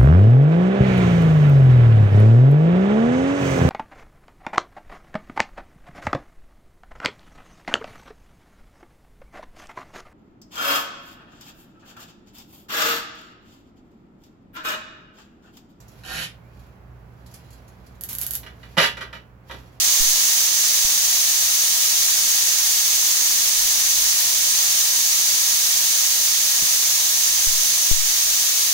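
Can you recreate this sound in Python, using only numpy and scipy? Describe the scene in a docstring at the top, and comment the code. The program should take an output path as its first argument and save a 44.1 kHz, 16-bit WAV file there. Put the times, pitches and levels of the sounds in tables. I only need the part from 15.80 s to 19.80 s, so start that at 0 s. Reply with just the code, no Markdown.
"""First come light ticks of fingers on a plastic cable tie, then a quick zip as it closes round a
wire-mesh rack on a brick-walled patio. After more fiddling it is pulled tight: its catch snaps over
one tooth at a time and shakes the mesh. The rack is lifted, drops back on its table with a loud,
ringing clatter and settles in a few small knocks. Behind it all are outdoor air, a humming appliance
and, early on, a faint bird."""
import sys
import numpy as np
from scipy import signal
from scipy.fft import rfft, irfft
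from scipy.io import wavfile

SR = 44100
rng = np.random.default_rng(int(sys.argv[2]) if len(sys.argv) > 2 else 0)


def materialize(psi):
    """Save the field psi as 16-bit PCM at rate SR to the path in sys.argv[1].

    A 1-D psi becomes a single channel; in a 2-D psi each row is a channel.
    """
    bounded = np.clip(np.atleast_2d(psi).T, -1, 1)
    quanta = np.round(bounded * 32767).astype(np.int16)
    wavfile.write(sys.argv[1], SR, quanta)


N = 176400
TIME = np.arange(N) / SR
RING_TIME = TIME[:SR * 3 // 5]

# Table levels are relative: later gains shift them. A ring_s or fade_s is the time to fall 60 dB.
# Tone of the outdoor air: pitch_hz, gain_db
AIR_TONE = [(25, -29.5), (42, -13.5), (58, 7), (85, -3), (125, -2.5), (210, -7), (300, -12), (700, -14.5),
            (1500, -20), (2400, -28), (3600, -37.5), (7000, -43.5), (12000, -44), (15500, -41)]
# The appliance's hum: pitch_hz, level_db
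HUM_NOTES = [(58.8, -53), (119.6, -52), (182, -63.5)]
# Loudness of air and hum, dipping briefly after the drop: time_s, gain_db
BACKGROUND_LEVEL = [(0, -1), (2.9, 1), (3.3, 1.5), (3.58, -3), (3.8, 1.5), (4, -1)]
# A far bird's calls: start_s, length_s, start_hz, end_hz, level_db
BIRD_CALLS = [(.61, .12, 2080, 2620, -68), (.81, .1, 2150, 2400, -72), (.91, .06, 2350, 2050, -72)]

# The strap ticks against fingers and mesh: start_s, level_db
STRAP_TICKS = [(.003, -38), (.081, -39), (.115, -45), (.1765, -63), (.7936, -45.5), (1.462, -37.5),
               (1.513, -39.5), (1.5393, -28), (1.705, -38.5), (1.73, -37.5), (1.8787, -39), (2.064, -39.5),
               (2.152, -48)]
# Tone of the ticks: pitch_hz, gain_db
TICK_TONE = [(300, -16), (700, -9), (1500, -4), (3500, 2), (7500, 4.5), (11500, 4), (15500, -6)]
# Fingers rub on plastic and wire: time_s, level_db
RUB_LEVEL = [(0, -66), (.2, -57), (.6, -73.5), (.8, -60.5), (1.05, -79), (1.28, -74), (1.45, -64),
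             (1.65, -59), (1.82, -63.5), (2.15, -66), (2.75, -63.5), (2.92, -57.5), (3.45, -90),
             (3.61, -86.5), (3.69, -51.5), (3.85, -59), (4, -66)]
# Tone of the rubbing: pitch_hz, gain_db
RUB_TONE = [(200, -17.5), (1000, 0.5), (2500, 2.5), (5000, -1.5), (8000, -6.5), (12000, -4), (15500, -15)]

# The first quick pull, with the ring of the shrinking loop: time_s, teeth_per_s, level_db, loop_hz
ZIP_PULL = [(.236, 68, -37, 900), (.265, 90, -30.5, 830), (.30, 150, -31, 1010), (.33, 200, -29, 1800),
            (.38, 260, -29, 2500), (.42, 280, -29, 3020), (.445, 220, -30.5, 4570), (.47, 130, -63, 4400),
            (.50, 80, -69, 4500)]
# Tone of the zip: pitch_hz, gain_db
ZIP_TONE = [(120, -8.5), (190, 2.5), (400, -16), (800, -6), (1100, -7.5), (1700, -2), (3000, -3),
            (5500, -7.5), (8000, -8), (11500, -5.5), (15500, -29)]
# Notes of the mesh held taut by the strap: pitch_hz, level_db, ring_s
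MESH_NOTES = [(520, -11, .2), (770, -2, .22), (1420, -2, .22), (1584, 0, .22), (1825, 0, .2),
              (2002, -3, .2), (2521, -2, .16), (2988, 0, .15), (3826, -1, .18), (4440, 1, .11)]
# The catch snaps over single teeth: start_s, level_db
TOOTH_SNAPS = [(2.2102, -23), (2.2366, -17.5), (2.2877, -29), (2.3308, -18.5), (2.351, -19.5),
               (2.3848, -15), (2.4142, -13.5), (2.4327, -20), (2.4655, -14), (2.5086, -14), (2.5355, -16.5),
               (2.5528, -13)]
# The strap creeps and rasps between snaps: time_s, level_db
RASP_LEVEL = [(2.284, -60.5), (2.289, -24.5), (2.315, -35), (2.345, -39), (2.375, -55.5), (2.425, -25),
              (2.475, -55.5), (2.505, -63), (2.545, -26), (2.575, -65.5)]
# Tone of the snaps and the rasp: pitch_hz, gain_db
SNAP_TONE = [(300, -17), (1000, -15.5), (2500, -11.5), (5000, -11.5), (7500, -7.5), (9800, -5.5),
             (11700, 2), (13500, -7.5), (15500, -7.5)]

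# The rack hits the table: start_s, level_db, bass_db, treble_db
RACK_HITS = [(2.632, -38, 4, 4), (2.6635, -32.5, -6.5, -1), (2.8104, -70, -3, 2), (2.8303, -35, -12, -4.5),
             (2.9695, -18.5, 12.5, -5), (2.976, -13.5, 8, 2.5), (2.982, -6, -1, -0.5),
             (2.999, -9.5, 4.5, -1), (3.013, -16.5, -6, 9.5), (3.0275, -8.5, -9, -2), (3.039, -12, -2, 3),
             (3.061, -25, -1, 12.5), (3.170, -26.5, -0.5, -2.5), (3.2084, -25, 0, -1.5),
             (3.2184, -25.5, -1, -3.5), (3.3287, -29, -3, -2.5), (3.352, -35, 4, 0.5),
             (3.697, -33, 10.5, -9), (3.7113, -28.5, 4.5, -1), (3.74, -42, 20, 6)]
BASS_HZ, MIDDLE_HZ, TREBLE_HZ = 460, 2000, 7000
# Notes of the rack's frame: pitch_hz, level_db, ring_s
FRAME_NOTES = [(541, -6, .24), (634, -9, .2), (933, -5, .22), (1206, -3, .22), (1494, -6, .2),
               (1580, -4, .22), (1655, -5, .2), (1746, -1, .24), (1909, 1, .21), (1985, 1, .22),
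               (2370, -4, .2), (2879, -5, .24), (2937, -2, .24), (3471, -6, .24), (3823, -9, .2),
               (4014, -11, .2), (4840, -11, .22), (5682, -13, .22)]
# Tone of the rattling mesh: pitch_hz, gain_db
RATTLE_TONE = [(90, -37.5), (170, -5), (260, -18), (340, -9.5), (520, -4), (740, -5.5), (950, -9),
               (1300, 0), (1800, -4), (3000, -3.5), (4800, -11.5), (6200, -18), (8000, -21.5),
               (11600, -20.5), (15500, -34)]
# Low notes of the table's thud: pitch_hz, level_db, ring_s
TABLE_NOTES = [(127.4, -13.5, 0.056), (164, 7, 0.16), (207, 0, 0.17)]

# How alike the left and right sides are: pitch_hz, likeness (0 to 1)
STEREO_LIKENESS = [(60, .93), (150, 0.89), (300, 0.75), (640, 0.26), (1400, 0), (3000, 0), (15000, 0)]
# How long the patio's reverb lasts: pitch_hz, fade_s
REVERB_FADE = [(150, 0.27), (1000, 0.24), (3000, 0.25), (8000, 0.18), (15000, 0.17)]
# Echoes off table and wall: delay_s, level_db (against the reverb)
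NEAR_ECHOES = [(.0035, -14.5), (.0073, -17), (.011, -25.5)]
AIR_PAN_DB, REVERB_PAN_DB, RACK_PAN_DB, SNAP_PAN_DB = -3.5, -2, -7, -12  # below 0 is to the right
TOP_HZ = 16000


def from_db(db):
    """Turn decibels into a number to multiply by."""
    return 10 ** (np.asarray(db) / 20)


def unit(x):
    """Scale a sound so its channels have an average energy of 1."""
    return x / np.sqrt(np.mean(np.sum(x ** 2, axis=-1)) + 1e-20)


def pan(db):
    """Left and right gains that differ by db."""
    return from_db(np.array([[db], [-db]]) / 2)


def at_time(rows, t=TIME):
    """Read each column of a time table at t, gliding between rows."""
    times, *columns = np.transpose(rows)
    return [np.interp(t, times, column) for column in columns]


def at_hz(points, hz):
    """Read a pitch table at hz, with octaves evenly spaced."""
    pitches, values = np.transpose(points)
    return np.interp(np.log(np.maximum(hz, 1)), np.log(pitches), values)


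def shaped_click(db_of_hz):
    """A click with the given tone and its energy as early as possible (minimum phase)."""
    size = 4096
    gains = from_db(db_of_hz(np.fft.rfftfreq(size, 1 / SR)))
    cepstrum = irfft(np.log(gains))
    cepstrum[1:size // 2] *= 2
    cepstrum[size // 2 + 1:] = 0
    return irfft(np.exp(rfft(cepstrum)))


def through(x, response):
    """Filter a sound through a response (convolution), keeping its length."""
    x = np.atleast_2d(x)
    return signal.fftconvolve(x, np.atleast_2d(response), axes=-1)[:, :x.shape[-1]]


def with_tone(x, points):
    """Give a sound a tone; white noise keeps its power."""
    return through(x, unit(shaped_click(lambda hz: at_hz(points, hz))))


def add(track, start_s, sound):
    """Mix a sound into a track."""
    start = max(int(start_s * SR), 0)
    part = track[..., start:start + sound.shape[-1]]
    part += sound[..., :part.shape[-1]]


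def contact(decay_s):
    """Two things touch: a burst of tiny slips that dies quickly."""
    t = TIME[:SR // 20]
    return unit(rng.standard_normal(len(t)) * np.exp(-t / decay_s))


def crackle(per_s):
    """Random clicks of uneven size, with an average power of 1."""
    return unit((rng.random(N) < per_s / SR) * rng.standard_normal(N)) * np.sqrt(N)


def note(hz, ring_s, phase=0):
    """One pure note dying away."""
    return np.sin(2 * np.pi * hz * RING_TIME + phase) * from_db(-60 * RING_TIME / ring_s)


def ringing(notes):
    """An object's notes in stereo; higher ones differ more between left and right."""
    sound = 0
    for hz, db, ring_s in notes:
        gain = from_db(db) * rng.choice([-1, 1])
        phases = (1 - at_hz(STEREO_LIKENESS, hz)) * rng.uniform(-np.pi, np.pi, (2, 1)) / 2
        sound += gain * note(hz, ring_s, phases)
    return unit(sound)


def shaken(force, notes):
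    """A force sets an object ringing; each note takes its share of the energy."""
    force, out = np.ravel(force), np.zeros((2, N))
    first, last = np.flatnonzero(force)[[0, -1]]
    push = force[first:last + len(RING_TIME)]
    shares = unit(from_db([db for hz, db, ring_s in notes]))
    for share, row in zip(shares, notes):
        add(out, first / SR, share * unit(through(push, ringing([row]))))
    return np.sqrt(np.sum(force ** 2)) * out * pan(RACK_PAN_DB)


def wide_noise(size):
    """Stereo noise whose sides are alike in the bass and unrelated in the treble."""
    mid, side = rfft(rng.standard_normal((2, size)))
    alike = at_hz(STEREO_LIKENESS, np.fft.rfftfreq(size, 1 / SR))
    return irfft(np.sqrt((1 + alike) / 2) * mid + np.sqrt((1 - alike) / 2) * side * [[1], [-1]], size)


def patio(x, reverb_db, pan_db=RACK_PAN_DB):
    """A sound arrives directly, then as three near echoes and a short reverb."""
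    hz, t, bands = signal.stft(wide_noise(len(RING_TIME)), SR, nperseg=256)
    fade = from_db(-60 * t / at_hz(REVERB_FADE, hz)[:, None])
    tail = unit(signal.istft(bands * fade, SR)[1])
    for delay_s, db in NEAR_ECHOES:
        for side in tail:
            add(side, delay_s * rng.uniform(.9, 1.1), from_db([db]))
    response = from_db(reverb_db) * tail * pan(REVERB_PAN_DB)
    response[:, :1] += pan(pan_db)  # the direct sound
    return through(x, unit(response))


def air_and_hum():
    """Outdoor air and an appliance's slightly wavering hum."""
    out = from_db(-48) * with_tone(wide_noise(N), AIR_TONE)
    for hz, db in HUM_NOTES:
        swell, drift = .3 * signal.resample(rng.standard_normal((2, 20)), N, axis=1)
        out += np.sqrt(2) * from_db(db) * (1 + swell / 2) * np.sin(2 * np.pi * hz * TIME + drift)
    return out * from_db(at_time(BACKGROUND_LEVEL)[0]) * pan(AIR_PAN_DB)


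def bird():
    """Faint gliding whistles, blurred by distance."""
    song = np.zeros(N)
    for start_s, length_s, start_hz, end_hz, db in BIRD_CALLS:
        progress = np.linspace(0, 1, int(length_s * SR))
        swell = np.sqrt(np.abs(np.sin(np.pi * progress)))
        pitch_hz = start_hz + (end_hz - start_hz) * progress
        add(song, start_s, from_db(db) * swell * np.sin(2 * np.pi * np.cumsum(pitch_hz) / SR))
    return patio(song, reverb_db=-1)


def fingers():
    """The strap ticks against fingers and mesh while the fingers rub on plastic and wire."""
    ticks = np.zeros(N)
    for start_s, db in STRAP_TICKS:
        add(ticks, start_s, from_db(db + 15) * contact(decay_s=.0034))
    rub = from_db(at_time(RUB_LEVEL)[0]) * crackle(per_s=900)
    return patio(with_tone(ticks, TICK_TONE) + with_tone(rub, RUB_TONE), reverb_db=12)


def zip_pull():
    """Teeth race past the catch; the loop rings higher as it shrinks and shakes the mesh."""
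    teeth, loop = np.zeros((2, N))
    time_s = ZIP_PULL[0][0]
    while time_s < ZIP_PULL[-1][0]:
        teeth_per_s, db, loop_hz = at_time(ZIP_PULL, time_s)
        add(teeth, time_s, from_db(db) * contact(decay_s=.0018))
        ping = unit(note(loop_hz, ring_s=.0021))
        add(loop, time_s, rng.choice([-1, 1]) * from_db(db - 7.5) * ping)
        time_s += rng.uniform(.85, 1.15) / teeth_per_s
    mesh = from_db(-1) * shaken(loop + from_db(-3) * teeth, MESH_NOTES)
    strap = patio(with_tone(teeth + loop, ZIP_TONE), reverb_db=9.5)
    return from_db(19) * (strap + mesh)


def catch_click(length_s=.0008):
    """One click of the catch, smeared by the strap so its treble arrives first."""
    t = TIME[:SR // 200]
    progress = np.minimum(t / length_s, 1)
    falling_tone = np.cos(2 * np.pi * TOP_HZ * t * (1 - progress / 2))
    return unit(falling_tone * np.sqrt(1 - progress))


def tighten():
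    """The last teeth snap past one by one and shake the mesh while the tight strap rasps."""
    snaps = np.zeros(N)
    for start_s, db in TOOTH_SNAPS:
        add(snaps, start_s, from_db(db + 15.5) * catch_click())
    creeping = (TIME > RASP_LEVEL[0][0]) * (TIME < RASP_LEVEL[-1][0])
    rasp = from_db(at_time(RASP_LEVEL)[0]) * crackle(per_s=1100) * creeping
    mesh = from_db(-22) * shaken(snaps, MESH_NOTES)
    clicks = patio(with_tone(snaps, SNAP_TONE), reverb_db=4.5, pan_db=SNAP_PAN_DB)
    return clicks + patio(with_tone(rasp, SNAP_TONE), reverb_db=10) + mesh


def rack_clatter(thud_s=2.974, lowest_hz=124.5):
    """Each hit rings the frame and rattles the mesh; the drop also makes the table thud."""
    hits, rattle = np.zeros((2, 1, N))
    for start_s, db, bass_db, treble_db in RACK_HITS:
        tone = [(BASS_HZ, bass_db), (MIDDLE_HZ, 0), (TREBLE_HZ, treble_db)]
        hit = from_db(db) * shaped_click(lambda hz: at_hz(tone, hz))
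        add(hits, start_s, rng.choice([-1, 1]) * hit)
        add(rattle, start_s, through(contact(decay_s=.0058), hit))
    clatter = from_db(17) * shaken(hits, FRAME_NOTES)
    add(clatter, thud_s, from_db(6) * ringing(TABLE_NOTES))
    clatter += from_db(21) * patio(with_tone(rattle, RATTLE_TONE), reverb_db=10)
    return signal.sosfilt(signal.butter(4, lowest_hz, "high", fs=SR, output="sos"), clatter)


def scene():
    """All the sounds together."""
    return air_and_hum() + rack_clatter() + tighten() + fingers() + zip_pull() + bird()


def record(dry):
    """The microphone dulls a narrow band of treble; peaks are rounded and the very top is cut."""
    dip_hz, width_hz, dip_db, ceiling = 8840, 460, -16, .9
    dip = shaped_click(lambda hz: dip_db * np.exp(-.5 * ((hz - dip_hz) / width_hz) ** 2))
    heard = through(dry, dip)
    rounded = heard / (1 + (heard / ceiling) ** 6) ** (1 / 6)
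    return signal.sosfilt(signal.ellip(10, .3, 70, TOP_HZ, fs=SR, output="sos"), rounded)


dry = scene()
out = record(dry)
materialize(out)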